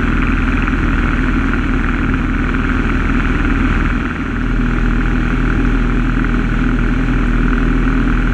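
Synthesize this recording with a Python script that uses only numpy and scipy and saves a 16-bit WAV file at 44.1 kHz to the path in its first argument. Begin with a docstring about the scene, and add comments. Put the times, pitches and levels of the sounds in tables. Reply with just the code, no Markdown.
"""Cockpit of a propeller plane in cruise

The microphone is inside the cabin, close behind the single piston engine. Engine and propeller throb in
low orders, uneven exhaust puffs bark through the firewall, and the slipstream sets the cabin air and
panels booming. Valves and loose fittings tick faintly. Halfway, one stretch of cruise dissolves into
another at slightly higher revs."""
import sys
import numpy as np
from scipy import signal
from scipy.fft import rfft, irfft, next_fast_len
from scipy.io import wavfile
from scipy.ndimage import uniform_filter1d, minimum_filter1d, map_coordinates

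SR = 44100
rng = np.random.default_rng(int(sys.argv[2]) if len(sys.argv) > 2 else 0)


def to_wav(sig):
    """Store sig (one row per channel, or 1-D mono) as 16-bit WAV at the path in sys.argv[1].

    Samples outside -1..1 are clipped; the rate is SR.
    """
    pcm = np.clip(np.atleast_2d(sig), -1, 1) * 32767
    pcm = np.round(pcm).astype(np.int16)
    wavfile.write(sys.argv[1], SR, pcm.T)  # frames by channels


N = 367353


# engine and propeller tones from just ahead, per stretch: multiple_of_cycle_rate, level_db
ORDERS_FIRST = [(2, -18), (3, -29), (4, -26), (5, -40.5), (6, -30), (7, -43), (8, -31), (9, -40),
                (11, -28.5), (12, -28.5), (13, -34.5), (14, -34), (15, -35), (16, -37.5), (18, -41),
                (20, -45), (24, -51), (40, -46.5)]
ORDERS_SECOND = [(2, -16), (3, -31), (4, -34), (5, -49), (6, -26.7), (8, -29.5), (9, -41), (10, -35.5),
                 (11, -32.5), (12, -24), (13, -41.5), (15, -36.5), (16, -39), (20, -35.5), (24, -49.5),
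                 (40, -44.5)]

def drone(turn, orders, puffs, lag_rad, waver_db=0.82, sway_rad=.08):
    """Low engine and propeller orders, their crests trailing the pattern of the exhaust puffs."""
    place, puff_db = np.transpose(puffs)[:2]
    out = np.zeros(N)
    for order, db in orders:
        puff_phase = np.angle(np.sum(amp(puff_db) * np.exp(-2j * np.pi * order * place)))
        phase = 2 * np.pi * order * turn + puff_phase - lag_rad + sway_rad * wobble(4.4)
        out += np.sqrt(2) * amp(db + waver_db * wobble(7)) * np.cos(phase)
    return out


# exhaust puffs behind the firewall, per stretch: place_cycles, peak_db, ring_hz, swell_s
PUFFS_FIRST = [(.006, -14, 1457, 0.002706), (0.114, -21.5, 1686, 0.00204), (0.162, -15.5, 1550, 0.00199),
               (.16, -19, 1960, 0.00144), (0.283, -23, 1460, 0.0025), (.51, -17.5, 1477, 0.00268),
               (.62, -25, 1500, 0.00231), (.755, -22, 1423, 0.00233), (.868, -19, 2550, 0.002054)]
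PUFFS_SECOND = [(0, -15.5, 1504, 0.00278), (.125, -23, 1476, 0.00312), (.135, -25, 1970, .0015),
                (.497, -17.5, 1480, 0.002403), (.83, -29, 2566, 0.00275)]
# hard firings, each replacing a low-ringing puff that crests at that moment: time_s, peak_db
HARD_FIRINGS = [(0.6804, -9), (1.0575, -10), (1.1318, -11), (1.5349, -6), (1.8866, -8), (2.139, -8.5),
                (2.4917, -9.5), (2.8938, -10), (3.7254, -9.5), (3.7509, -11), (3.9015, -10), (5.3038, -11),
                (5.5019, -9.5), (5.6496, -12.5), (6.1948, -10), (6.2432, -10), (6.3425, -9.5),
                (7.4814, -10), (7.5308, -9), (7.5807, -9.5), (7.8775, -10), (8.1, -10), (8.1743, -10.5),
                (8.2741, -11)]
# the highest-ringing puff stands out at first: time_s, gain_db
BRIGHT_PUFF = [(0, -15), (.17, 4.5), (.45, -1.5), (.63, 9.5), (.76, -4)]
# turbulence of the escaping gas: frequency_hz, relative_db
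GAS_SPECTRUM = [(400, -43.5), (1050, -1), (2000, 3.5), (2700, -4), (4500, -36), (9000, -52.5)]

def exhaust(turn, puffs, flow_db, rasp, jitter_s=0.00024, scatter_db=1.9, detune=.018, glide=.2):
    """Each puff swells and dies in a few ms, gliding up into its ring; turbulent gas adds a rasp."""
    t = np.arange(SR // 50) / SR
    cycle = np.arange(np.floor(turn[0]), np.ceil(turn[-1]))
    hard_s, hard_db = np.transpose(HARD_FIRINGS)
    surge_db = 0.96 * flow_db + .5 * wobble(6)
    ring, outflow = np.zeros(N), np.zeros(N)
    for place, db, hz, swell_s in puffs:
        # no two firings are alike
        size, late, pitch, angle = rng.standard_normal((len(cycle), 4)).T[:, :, None]
        crest_s = np.interp(cycle + place, turn, np.arange(N), left=-N, right=-N)[:, None] / SR
        peak_db = db + np.interp(crest_s * SR, np.arange(N), surge_db) + scatter_db * size
        peak_db += (hz > 2200) * np.interp(crest_s, *np.transpose(BRIGHT_PUFF))
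        hard = (np.abs(crest_s - hard_s) < .003) & (hz < 1650)
        hard_ring_db = hard @ hard_db - 0.3  # the ring's part of a hard peak
        peak_db = np.where(hard.any(axis=1), hard_ring_db, peak_db[:, 0])[:, None]
        age = t / swell_s
        envelope = amp(peak_db) * (age * np.exp(1 - age)) ** 4
        ring_hz = hz * (1 + detune * pitch - glide / (1 + (age / 0.78) ** 5))
        phase = 2 * np.pi * np.cumsum(ring_hz, axis=1) / SR + np.pi * angle
        at = np.round(SR * (crest_s + t - swell_s + jitter_s * late)).astype(int)
        inside = (at >= 0) & (at < N)
        ring += np.bincount(at[inside], (envelope * np.sin(phase))[inside], N)
        outflow += np.bincount(at[inside], envelope[inside], N)
    gas = unit(noise(lambda hz: along(GAS_SPECTRUM, hz) + panels(hz)))
    return ring + rasp * outflow * gas


def buzz(turn, puffs, width_cycles=0.01):
    """The steep front of each puff repeats exactly, and draws a comb of fine lines above the drone."""
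    fronts = sum(amp(db) * gate(turn, place, width_cycles) for place, db, _, _ in puffs)
    colour_hz_db = [(150, -46.0), (330, 7.0), (500, 6.0), (900, -5.5), (2000, -28.0)]
    return unit(filtered(fronts, lambda hz: amp(along(colour_hz_db, hz))))


# slipstream and engine roar all around the microphone: frequency_hz, density_db
ROAR_SPECTRUM = [(18, -68), (33, -49), (200, -49.5), (320, -48), (500, -65), (880, -67.5), (1400, -59),
                 (2700, -68), (3600, -78), (4900, -91.5), (7200, -88.5), (9100, -96.5), (10200, -106),
                 (15000, -119)]
# swells of the cabin's boom: centre_s, rise_db
BOOM_SWELLS = [(.87, 3), (1.33, 1), (2.08, 3.5), (5.6, 3.2), (8.0, 2.5)]

def roar(flow_db, boom_hz=420, swell_s=0.091):
    """Turbulent air heard through the cabin's resonances; its low boom swells and sinks."""
    t = np.arange(N) / SR
    swells_db = sum(db * np.exp(-((t - s) / swell_s) ** 2) for s, db in BOOM_SWELLS)
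    air = noise(lambda hz: along(ROAR_SPECTRUM, hz) + panels(hz))
    boom = filtered(air, lambda hz: 1 / (1 + (hz / boom_hz) ** 6))
    boom_db = 0.65 * flow_db + swells_db - 0.15
    rush_db = flow_db + 0.5 * wobble(11)
    return boom * amp(boom_db) + (air - boom) * amp(rush_db)


# the cabin's peaks and dips at the microphone: centre_hz, width_hz, gain_db
CABIN_RESONANCES = [(260.5, 36.2, 11), (610, 78, 2.5), (2060, 88, -14), (2366, 390, 3.5), (3280, 80, 4),
                    (3785, 200, -5), (4070, 300, 5.5), (5890, 370, 6), (6500, 180, 7), (6600, 150, -0.5),
                    (10920, 550, 6)]

def panels(hz):
    """The colour, in dB, that the cabin's air mode and panels give to noise."""
    return sum(db * np.exp(-np.log(2) * (2 * (hz - centre) / width) ** 2)
               for centre, width, db in CABIN_RESONANCES)


# loose fittings nearby in the cabin: start_s, level_db, pitch_hz
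FITTINGS = [(.842, -43, 5550), (4.426, -48, 5500), (5.663, -42, 5640), (7.27, -46, 8200)]

def rattles(t60_s=0.037, spread=0.058):
    """Each loose fitting ticks, ringing briefly with a cluster of close modes."""
    out, t = np.zeros(N), np.arange(SR // 20) / SR
    attack = 1 - np.exp(-t / 0.00039)
    for start_s, db, hz in FITTINGS:
        modes_hz = hz * (1 + spread * rng.standard_normal(size=(6, 1)))
        ring = unit(np.sin(2 * np.pi * modes_hz * t).sum(axis=0))
        out[round(start_s * SR):][:len(t)] += amp(db - 60 * t / t60_s) * attack * ring
    return out


# valve ticks from the engine ahead: place_cycles, peak_db
VALVE_TICKS = [(.69, -63.5), (.925, -63)]
# colour of a tick: frequency_hz, relative_db
TICK_SPECTRUM = [(4000, -22.5), (6500, -10.5), (8600, -5.5), (10000, -6.5), (11500, 2), (13200, 5),
                 (14200, -15.5), (15000, -25)]

def valves(turn, width_cycles=.028, scatter_db=1.6):
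    """Faint bright ticks tied to the camshaft."""
    envelope = sum(amp(db + scatter_db * wobble(23)) * gate(turn, place, width_cycles)
                   for place, db in VALVE_TICKS)
    return envelope * unit(noise(lambda hz: along(TICK_SPECTRUM, hz)))


def amp(db):
    """Decibels to gain."""
    return 10 ** (np.asarray(db) / 20)


def unit(x):
    """Scale to rms 1."""
    return x / np.sqrt(np.mean(x ** 2) + 1e-20)


def along(points, hz):
    """(Hz, value) points read on a log axis."""
    point_hz, values = np.transpose(points)
    return np.interp(np.log(hz + 1), np.log(point_hz + 1), values)


def curves(rows):
    """One value per sample for each column after the time."""
    time_s, *columns = np.transpose(rows)
    return [np.interp(np.arange(N) / SR, time_s, column) for column in columns]


def wobble(rate):
    """A smooth random curve, rate knots a second."""
    knots = rng.standard_normal(int(N * rate / SR) + 4)
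    return map_coordinates(knots, [np.arange(N) * rate / SR])


def filtered(x, response):
    """Filter x by a gain given as a function of frequency."""
    size = next_fast_len(N + SR // 2)
    return irfft(rfft(x, size) * response(np.fft.rfftfreq(size, 1 / SR)), size)[:N]


def noise(level_db):
    """Noise whose density in dB per Hz is the given function of frequency."""
    return filtered(rng.standard_normal(N), lambda hz: amp(level_db(hz)) * np.sqrt(SR / 2))


def gate(turn, place, width):
    """A smooth window that opens once a cycle."""
    return np.exp(-(((turn - place + .5) % 1 - .5) / width) ** 2)


def cycles(speed, bark_s):
    """Engine cycles counted from a moment at which the loudest cylinder barks."""
    turn = np.cumsum(curves(speed)[0]) / SR
    return turn - np.interp(bark_s * SR, np.arange(N), turn)


# strength of the airflow past the cabin: time_s, gain_db
AIRFLOW = [(0, 0), (1.35, 0.3), (1.9, -0.6), (2.3, -2.5), (2.7, 0.4), (3.7, 1), (4.6, -0.4), (5.55, 0.4),
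           (6.07, -0.5), (6.3, 0.3), (6.67, -0.2), (7.5, 0.4), (8.33, 0)]

def cruise(turn, orders, puffs, lag_rad, roar_db, buzz_db, rasp):
    """Steady flight: the engine sounds share one cycle; hum, bark and roar swell with the airflow."""
    flow_db, = curves(AIRFLOW)
    hum = drone(turn, orders, puffs, lag_rad) + amp(buzz_db) * buzz(turn, puffs)
    hum *= amp(0.54 * flow_db)
    return hum + exhaust(turn, puffs, flow_db, rasp) + amp(roar_db) * roar(flow_db) + valves(turn)


# engine speed per stretch, two crank turns to a cycle: time_s, cycle_rate_hz
SPEED_FIRST = [(0, 19.874), (1.1, 19.882), (3.1, 19.841), (4.5, 19.874)]
SPEED_SECOND = [(4.4, 20.196), (5.35, 20.235), (6.2, 20.2), (8.33, 20.195)]
# the dissolve between the stretches: time_s, first_gain, second_gain
DISSOLVE = [(3.85, 1, 0), (4.23, .63, .45), (4.7, 0, 1)]

def scene():
    """Two stretches of cruise heard in mono from the cockpit, one fading into the other."""
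    fade_out, fade_in = curves(DISSOLVE)
    first = cruise(cycles(SPEED_FIRST, bark_s=1.5861), ORDERS_FIRST, PUFFS_FIRST,
                   lag_rad=.25, roar_db=0.77, buzz_db=-48.5, rasp=0.28)
    second = cruise(cycles(SPEED_SECOND, bark_s=5.8986), ORDERS_SECOND, PUFFS_SECOND,
                    lag_rad=.8, roar_db=0.08, buzz_db=-53, rasp=0.21)
    return (fade_out * first + fade_in * second + rattles())[None]


def record(dry):
    """A limiter after the microphone eases down the hardest barks; a steep low-pass ends the treble."""
    ceiling, hold_samples, top_hz = .8, SR // 200, 15100
    gain = minimum_filter1d(ceiling / np.maximum(np.abs(dry), ceiling), 2 * hold_samples)
    gain = uniform_filter1d(uniform_filter1d(gain, hold_samples), hold_samples)
    return signal.sosfiltfilt(signal.butter(16, top_hz, fs=SR, output="sos"), dry * gain)


dry = scene()
out = record(dry)
to_wav(out)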